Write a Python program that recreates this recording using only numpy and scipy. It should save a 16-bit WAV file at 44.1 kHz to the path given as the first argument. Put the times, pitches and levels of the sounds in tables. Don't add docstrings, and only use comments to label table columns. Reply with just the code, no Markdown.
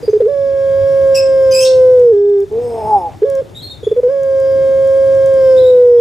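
import sys
import numpy as np
from scipy import signal
from scipy.io import wavfile
from scipy.ndimage import uniform_filter1d, minimum_filter1d

SR = 44100
rng = np.random.default_rng(int(sys.argv[2]) if len(sys.argv) > 2 else 0)


def convert_level_to_amplitude(level_db):
    exponent = np.asarray(level_db, float) / 20
    return 10 ** exponent


def digitize_waveform(pressure):
    field = np.atleast_2d(pressure).T
    bounded = np.clip(field, -1, 1)
    quanta = np.round(bounded * 32767).astype(np.int16)
    wavfile.write(sys.argv[1], SR, quanta)


N = 264908
T = np.arange(N) / SR

# start_s, pitch_hz, level_db
FALLING = [
    (0.284, 552.4, -14.5),
    (0.7, 543.6, -10),
    (0.87, 547.5, -9),
    (1.15, 539.4, -6.5),
    (1.45, 532, -5),
    (1.94, 506, -2.5),
    (2.03, 490, -2),
    (2.112, 460.4, -0.5),
    (2.124, 436, -2),
]
# start_s, pitch_hz, level_db
LOW = [
    (2.137, 406.5, -6.5),
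    (2.17, 405.6, -8.5),
    (2.3, 408.3, -8.5),
    (2.39, 397.6, -9),
    (2.44, 399.6, -12),
]
# start_s, pitch_hz, level_db
SHORT = [
    (3.25, 540.4, -15.5),
    (3.388, 532.1, -11),
    (3.41, 539.4, -13.5),
]
# start_s, pitch_hz, level_db
LAST = [
    (4.104, 539.5, -14),
    (4.4, 536.8, -9),
    (5.001, 539.6, -7.5),
    (5.311, 538.9, -7),
    (5.55, 520.2, -3.5),
    (6.01, 473, -1.5),
]
# start_s, end_s
LONG_NOTES = [
    (0.284, 2.44),
    (3.25, 3.41),
    (4.104, 6.0),
]
# pitch_hz, left_lead_rad, left_over_right_db
STANDING_WAVES = [(405, .18, -1), (480, .03, -1.5), (505, -.1, 0), (530, -.35, -1), (540, -.42, -2),
                  (550, -.46, -3.8), (563, -.3, -6.5)]
# overtone_hz, level_db below the fundamental
LEAK = [(800, -24), (1080, -30.5), (1230, -38), (1620, -32), (2160, -44.5), (2700, -55), (3240, -46.5),
        (4300, -60.5), (5200, -43.5), (5900, -57), (6500, -61.5), (9700, -64), (11000, -68), (15000, -74.5)]
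# pitch_hz, leak_db
MUFFLE = [(400, -11), (455, -19), (500, -10.5), (525, -1.2), (545, 2.5)]
SWELL_DB_PER_HZ = .05


def coo():
    parts = trill_parts()
    points = FALLING + LOW + SHORT + LAST
    for s, length, db, start_hz, end_hz in parts:
        end_db = db + SWELL_DB_PER_HZ * (end_hz - start_hz)
        points = points + [(s, start_hz, db), (s + length, end_hz, end_db)]
    pitch, level_db = in_time(sorted(map(tuple, points)))

    overshoot_hz, settle_s, scoop_share, scoop_s = 28.24, .07, .75, .013
    onset_db, onset_s = 1.5, .0066
    for start, end in LONG_NOTES:
        age = np.clip(T - start, 0, None)
        on = (T >= start) & (T < end)
        pitch = pitch + on * overshoot_hz * (np.exp(-age / settle_s) - scoop_share * np.exp(-age / scoop_s))
        level_db = level_db + on * onset_db * np.exp(-age / onset_s)

    pulses = np.zeros(N)
    for s, length, *_ in parts:
        near = slice(round((s - .01) * SR), round((s + length + .02) * SR))
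        pulses[near] = np.minimum(pulses[near] + gate(T[near], s, s + length, .0072, .008), 1)
    held = sum(gate(T, start - .004, end + .006, .008, .022) for start, end in LONG_NOTES)
    level = np.minimum(pulses + held, 1) * convert_level_to_amplitude(uniform_filter1d(level_db, size=220))

    settled = uniform_filter1d(pitch, size=800)
    place_hz, lead, pan_db = np.transpose(STANDING_WAVES)
    leak_db = at_hz(MUFFLE, settled)
    pitch = pitch * (1 + .0012 * drift(36))
    shimmer = 1 + .018 * drift(43)
    tone = stack(pitch, [level * shimmer], lead=np.interp(settled, place_hz, lead))

    crop_hz, crop_width_hz, crop_db, air_db = 425, 26, -5, -15.5
    into_crop = convert_level_to_amplitude(crop_db) * pulses * tone + convert_level_to_amplitude(air_db) * level * drift(620)
    ring = resonance(into_crop, crop_hz, crop_width_hz)

    effort_db = .051 * (level_db + 7)
    overtones = [0]
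    for k in range(2, 25):
        db = leak_db + at_hz(LEAK, k * pitch) + k * (effort_db + .23 * drift(4))
        overtones.append(level * convert_level_to_amplitude(db) * (1 + .023 * k * drift(70)))
    leak = stack(pitch, overtones, lead=-.9) * convert_level_to_amplitude([[2.0], [-2.0]])
    pan = convert_level_to_amplitude(np.interp(settled, place_hz, pan_db) * [[.5], [-.5]])
    return (tone + ring) * pan + leak


# start_s, length_s, pitch_hz, head_db, body_db
TRILL = [(0.030, .021, 480, -19, -21), (0.080, .021, 417, -5.5, -10.5), (0.132, .043, 421, -4.5, -10.5),
         (0.204, .0135, 493, -5, -7), (0.220, .035, 415, -8.5, -13), (3.221, .0085, 385, -6.5, -9),
         (3.832, .007, 440, -18, -19), (3.869, .011, 420, -6, -7), (3.915, .015, 438, -6, -7.5),
         (3.964, .038, 490, -10, -7), (4.033, .047, 494, -7, -6.5)]
# start_s, length_s, level_db, start_hz, end_hz
SLIDES = [
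    (0.256, .021, -9.5, 425, 490),
    (3.230, .016, -7, 420, 465),
    (3.413, .012, -21, 495, 450),
    (4.081, .021, -10.5, 507, 535),
]


def trill_parts():
    head_s, gap_s, snap_hz, snap_share = .011, .0005, 495, .45
    heads, bodies = [], []
    for s, length, hz, head_db, body_db in TRILL:
        heads.append((s, min(length, head_s), head_db, hz + snap_share * (snap_hz - hz), hz))
        if length > head_s:
            bodies.append((s + head_s + gap_s, length - head_s - gap_s, body_db, hz, hz))
    return heads + bodies + SLIDES


def pops():
    pop_db, pop_hz, pop_width_hz, pop_s = -31, 790, 1500, .006
    starts = [(row[0], row[3]) for row in TRILL] + [(row[0], row[2]) for row in SLIDES]
    burst = np.zeros(N)
    for s, db in starts:
        burst[round(s * SR)] = convert_level_to_amplitude(db + pop_db)
    burst = signal.lfilter([1], [1, -np.exp(-1 / (pop_s * SR))], burst)
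    puff = resonance(rng.standard_normal(N), pop_hz, pop_width_hz)
    return rms_one(resonance(puff, pop_hz, pop_width_hz)) * burst


# start_s, pitch_hz, crop_db, throat_db, roughness (0-1)
WAIL = [
    (2.51, 208.8, -19, -36, .1),
    (2.572, 230, -10.5, -30, .17),
    (2.63, 247, -13.5, -21, .13),
    (2.83, 214, -25, -16, .4),
    (2.9, 218.5, -24, -4, .25),
    (2.966, 200.6, -21, -3, .11),
    (3.02, 174.4, -26, -10, .13),
    (3.076, 164.5, -28, -18, .15),
    (3.11, 152, -44, -32, .4),
]
# start_hz, end_hz, level_db
WHISTLES = [(5130, 5170, -55), (5200, 5500, -57), (6300, 6800, -63), (8000, 9100, -54), (9600, 10200, -60),
            (14000, 13200, -62)]


def wail():
    pitch, crop_db, throat_db, rough = in_time(WAIL)
    rough = np.clip(rough, 0, 1)
    gains = [convert_level_to_amplitude(np.interp(T, [2.97, 3.02], [-38, -55]))]
    for k in range(2, 8):
        crop = convert_level_to_amplitude(crop_db) * peak(k * pitch, 440, 212, 0) ** 2
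        nasal = rough ** 3 * peak(k * pitch, 672, 59, 4)
        throat = convert_level_to_amplitude(throat_db) * peak(k * pitch, 820.4, 69.5, 0)
        gains.append(crop + nasal + throat)
    levels = [g * (1 + .9 * rough * drift(70)) for g in gains]
    voice = stack(pitch * (1 + .041 * rough * drift(45)), levels, lead=.27)

    white = rng.standard_normal(N)
    dull = resonance(resonance(white, 730, 300), 730, 300)
    bright = resonance(resonance(white, 2150, 900), 2150, 900)
    rasp = convert_level_to_amplitude(-8) * dull + convert_level_to_amplitude(-27) * bright
    voice = gate(T, 2.513, 3.1, .008, .02) * voice + gate(T, 2.52, 3.155, .02, .03) * rough * rasp

    share = np.clip((T - 2.6) / .45, 0, 1)
    air = 0
    for start_hz, end_hz, db in WHISTLES:
        phase = 2 * np.pi * np.cumsum(start_hz + (end_hz - start_hz) * share) / SR
        air = air + convert_level_to_amplitude(db + drift(8)) * (.77 + drift(200)) * np.sin(phase)
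    return voice + gate(T, 2.62, 3.024, .08, .15) * air


# start_s, length_s, start_hz, end_hz, level_db
SQUEAKS = [(1.145, 0.017, 3011, 2740, -24), (1.15, 0.022, 2494, 2584, -20), (1.509, 0.015, 3270, 2990, -32),
           (1.511, 0.018, 2774, 2460, -28), (1.534, .070, 2457, 2642, -22.5),
           (1.604, .05, 2653, 2745, -25.5), (1.605, 0.021, 2894, 3232, -24.5)]
# harmonic, level_db
SQUEAK_PARTIALS = [(1, -6.5), (2.001, 3), (3.999, -12.5), (5, -18.5), (5.7, -18.5)]
# start_s, length_s, start_hz, end_hz, level_db
RASPS = [
    (1.646, 0.014, 3270, 3555, -25.5),
    (1.649, 0.022, 3696, 4360, -26.5),
]
# start_s, length_s, start_hz, end_hz, level_db
CHIRPS = [(0.024, 0.041, 4960, 4780, -44), (0.084, 0.075, 5050, 5000, -60.5),
          (0.092, 0.019, 6330, 6240, -49.5), (3.696, 0.029, 4070, 3590, -36),
          (3.83, 0.026, 3480, 3450, -37.5), (5.621, 0.078, 3686, 3844, -39),
          (5.976, 0.02, 3130, 3480, -52.5)]
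# start_s, length_s, start_hz, end_hz, level_db
HOOKS = [
    (3.547, 0.0434, 3447, 3930, -35),
    (3.62, 0.037, 3990, 4320, -33),
    (5.563, .030, 3193, 4006, -36),
]


def neighbours():
    calls = np.zeros(N)
    for s, length, start_hz, end_hz, db in SQUEAKS:
        third_db = -1.5 if end_hz > start_hz else -16.5
        harmonics = [(k, db + part_db) for k, part_db in SQUEAK_PARTIALS] + [(3.01, db + third_db)]
        add_call(calls, s, length, start_hz, end_hz, harmonics, rough=.019, breath_db=-12.5)
    flicks = [(s + length + .0046, .023, end_hz, end_hz * .81, db - 11)
              for s, length, start_hz, end_hz, db in HOOKS]
    for s, length, start_hz, end_hz, db in CHIRPS + HOOKS + flicks:
        harmonics = [(1, db), (2, db - 16), (3, db - 18)]
        add_call(calls, s, length, start_hz, end_hz, harmonics, rough=.014, breath_db=-8.5)
    for s, length, start_hz, end_hz, db in RASPS:
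        add_call(calls, s, length, start_hz, end_hz, [(1, db), (2, db - 5.5)], rough=.06, breath_db=-3)
    direct = convert_level_to_amplitude(-5) * calls * convert_level_to_amplitude([[.6], [-.6]])
    return direct + convert_level_to_amplitude(3.5) * room(calls, t60=.31, alike=.75)


def add_call(out, s, length, start_hz, end_hz, harmonics, rough, breath_db):
    t = np.arange(round((length + .016) * SR)) / SR
    pitch = end_hz + (start_hz - end_hz) * np.exp(-2.5 * t / length)
    phase = 2 * np.pi * np.cumsum(pitch * (1 + rough * drift(140, len(t)))) / SR
    voice = sum(convert_level_to_amplitude(db) * np.sin(k * phase) * (k * end_hz < .4 * SR) for k, db in harmonics) * np.sqrt(2)
    second_db = harmonics[1][1]
    breath = convert_level_to_amplitude(breath_db + second_db) * resonance(rng.standard_normal(len(t)), 5100, 9000)
    call = voice * convert_level_to_amplitude(60 * rough * drift(60, len(t))) + breath
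    call = call * gate(t, .0057, length + .0014, .00087, .015)
    at = round((s - .005) * SR)
    out[at:at + len(t)] += call[:N - at]


# start_s, peak_db
CREAKS = [(1.996, -38.5), (2.297, -46.5), (2.404, -39.5), (2.5234, -45.5), (2.6394, -47), (3.3, -31),
          (3.3529, -32), (3.9174, -48), (3.973, -49), (4.2335, -37.5), (4.401, -38), (4.5202, -45.5),
          (4.8484, -41), (4.874, -40.5), (5.15, -39.5), (5.2601, -34), (5.3398, -40.5)]
# centre_hz, width_hz, level_db
SLATS = [(2500, 700, -6), (6540, 2100, 2), (7240, 4100, 1.5), (9500, 3600, -5.5)]


def cage():
    burst = np.zeros(N)
    burst[[round(s * SR) for s, db in CREAKS]] = convert_level_to_amplitude(np.array(CREAKS)[:, 1])
    burst = signal.lfilter([1], [1, -.985], burst) * rng.standard_normal(N)
    ticks = sum(convert_level_to_amplitude(db) * resonance(burst, hz, width_hz) for hz, width_hz, db in SLATS)
    return ticks + convert_level_to_amplitude(-11) * room(ticks, t60=.25, alike=.5)


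def insect():
    pip_db, pause_db, pause_s, pause_width_s = -52.5, -19, 4.5, .62
    level_db = pip_db + pause_db * np.exp(-((T - pause_s) / pause_width_s) ** 2)
    age = (T - .0135) % .04
    pips = gate(age, .00091, .0087, .0034, .0042)
    return convert_level_to_amplitude(level_db + 2 * drift(12)) * pips * np.sin(2 * np.pi * 3570 * T)


# start_s,
# rumble_db
GROUND = [(0.0, -30), (0.28, -37.5), (0.82, -31), (2.04, -31), (2.22, -44), (2.6, -33), (3.4, -35.5),
          (4.15, -36), (4.65, -31.5), (5.6, -29.5), (6.01, -35.5)]
# centre_hz, level_db per hertz
RUMBLE = [(12, -46), (20, -29), (92, 1), (122, 1.5), (204, -18.5), (330, 0), (430, -21.5), (730, -120)]
# centre_hz, level_db per hertz
HISS = [(200, -3), (350, 21), (600, 24), (900, 13), (1500, 10), (2500, 5), (4000, 1), (7000, -2),
        (11000, -7.5), (15500, -12.5)]


def street_and_air():
    rumble_db, = in_time(GROUND)
    hiss_db = -40.5 + .8 * (rumble_db - rumble_db.mean())
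    rumble = convert_level_to_amplitude(rumble_db) * banded_noise(RUMBLE + [(900, -120)], patchy_db=1.5) * convert_level_to_amplitude([[2.2], [-2.2]])
    hiss = convert_level_to_amplitude(hiss_db) * banded_noise([(100, -31)] + HISS, patchy_db=1) * convert_level_to_amplitude([[.7], [-.7]])
    return rumble + hiss


# centre_hz, likeness (0-1)
LIKENESS = [(25, 0.83), (70, 1), (125, 0.67), (250, 0.34), (1000, 0.18), (4000, 0.96), (12000, 0.96)]


def banded_noise(spectrum, patchy_db):
    out = 0
    edges = 20 * 2 ** np.arange(0, 10, .5)
    white = rng.standard_normal((2, 2, N))
    for k, (low, high) in enumerate(zip(edges, edges[1:])):
        hz = np.sqrt(low * high)
        band = signal.butter(2, [low, high], "band", fs=SR, output="sos")
        mid, side = signal.sosfilt(band, white[k % 2])
        alike = np.clip(at_hz(LIKENESS, hz), 0, 1)
        gain = convert_level_to_amplitude(at_hz(spectrum, hz) + patchy_db * drift(14))
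        out = out + gain * (np.sqrt(1 + alike) * mid + np.sqrt(1 - alike) * side * [[1], [-1]])
    top = signal.sosfilt(signal.butter(2, edges[-1], "high", fs=SR, output="sos"), white[1, 0])
    return rms_one(out + convert_level_to_amplitude(at_hz(spectrum, 15500)) * top)


def room(x, t60, alike):
    t = T[:SR // 2]
    white = rng.standard_normal((2, len(t)))
    low = signal.lfilter(*signal.butter(2, 7000, fs=SR), white)
    decaying = (low + (white - low) * convert_level_to_amplitude(-50 * t / t60)) * convert_level_to_amplitude(-60 * t / t60)
    mid, side = decaying * (t > .004)
    tail = np.sqrt(1 + alike) * mid + np.sqrt(1 - alike) * side * [[1], [-1]]
    return signal.fftconvolve(x[None], tail / np.sqrt(2 * np.sum(mid ** 2)), axes=1)[:, :N]


def stack(pitch, levels, lead):
    phase = 2 * np.pi * np.cumsum(pitch) / SR
    sides = np.array([[.5], [-.5]]) * lead
    return np.sqrt(2) * sum(g * np.sin((k + 1) * phase + k * k + sides) for k, g in enumerate(levels))


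def resonance(x, hz, width_hz):
    r = np.exp(-np.pi * width_hz / SR)
    feedback = [1, -2 * r * np.cos(2 * np.pi * hz / SR), r * r]
    return signal.lfilter(np.array([1, 0, -1]) * (1 - r * r) / 2, feedback, x)


def peak(hz, centre_hz, width_hz, db):
    return convert_level_to_amplitude(db) / (1 + (2 * (hz - centre_hz) / width_hz) ** 2)


def drift(hz, size=N):
    r = np.exp(-2 * np.pi * hz / SR)
    return rms_one(signal.lfilter([1], [1, -2 * r, r * r], rng.standard_normal(size + 4000))[4000:])


def gate(t, start, end, rise, fall):
    ramp = np.minimum((t - start) / rise + .5, (end - t) / fall + .5)
    return np.sin(np.pi / 2 * np.clip(ramp, 0, 1)) ** 2


def rms_one(x):
    return x / np.sqrt(np.mean(x ** 2) + 1e-20)


def in_time(rows):
    s, *columns = np.transpose(rows)
    return [np.interp(T, s, c) for c in columns]


def at_hz(points, hz):
    point_hz, db = np.array(points).T
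    return np.interp(np.log(hz), np.log(point_hz), db)


def scene():
    dove = coo() + wail() + pops()
    echo = convert_level_to_amplitude(-21) * room(dove.mean(0), t60=.3, alike=.7)
    return dove + echo + neighbours() + cage() + insect() + street_and_air()


def band_limit(x):
    return signal.sosfilt(signal.butter(12, 15840, fs=SR, output="sos"), x)


def record(dry):
    treble = signal.sosfilt(signal.butter(4, 2300, "high", fs=SR, output="sos"), dry.mean(0))
    treble_db = 10 * np.log10(uniform_filter1d(treble ** 2, size=1200) + 1e-9)
    release_db = 35.5 * T
    held = convert_level_to_amplitude(np.maximum.accumulate(treble_db + release_db) - release_db)
    ducked = dry * convert_level_to_amplitude(-17.5 * held)
    headroom = np.minimum(1, .96 / (np.abs(ducked).max(0) + 1e-9))
    gain = uniform_filter1d(minimum_filter1d(headroom, size=600), size=500)
    mix = signal.sosfilt(signal.ellip(10, 1, 60, 15600, fs=SR, output="sos"), ducked * gain)
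    return band_limit(mix)


dry = scene()
out = record(dry)
digitize_waveform(out)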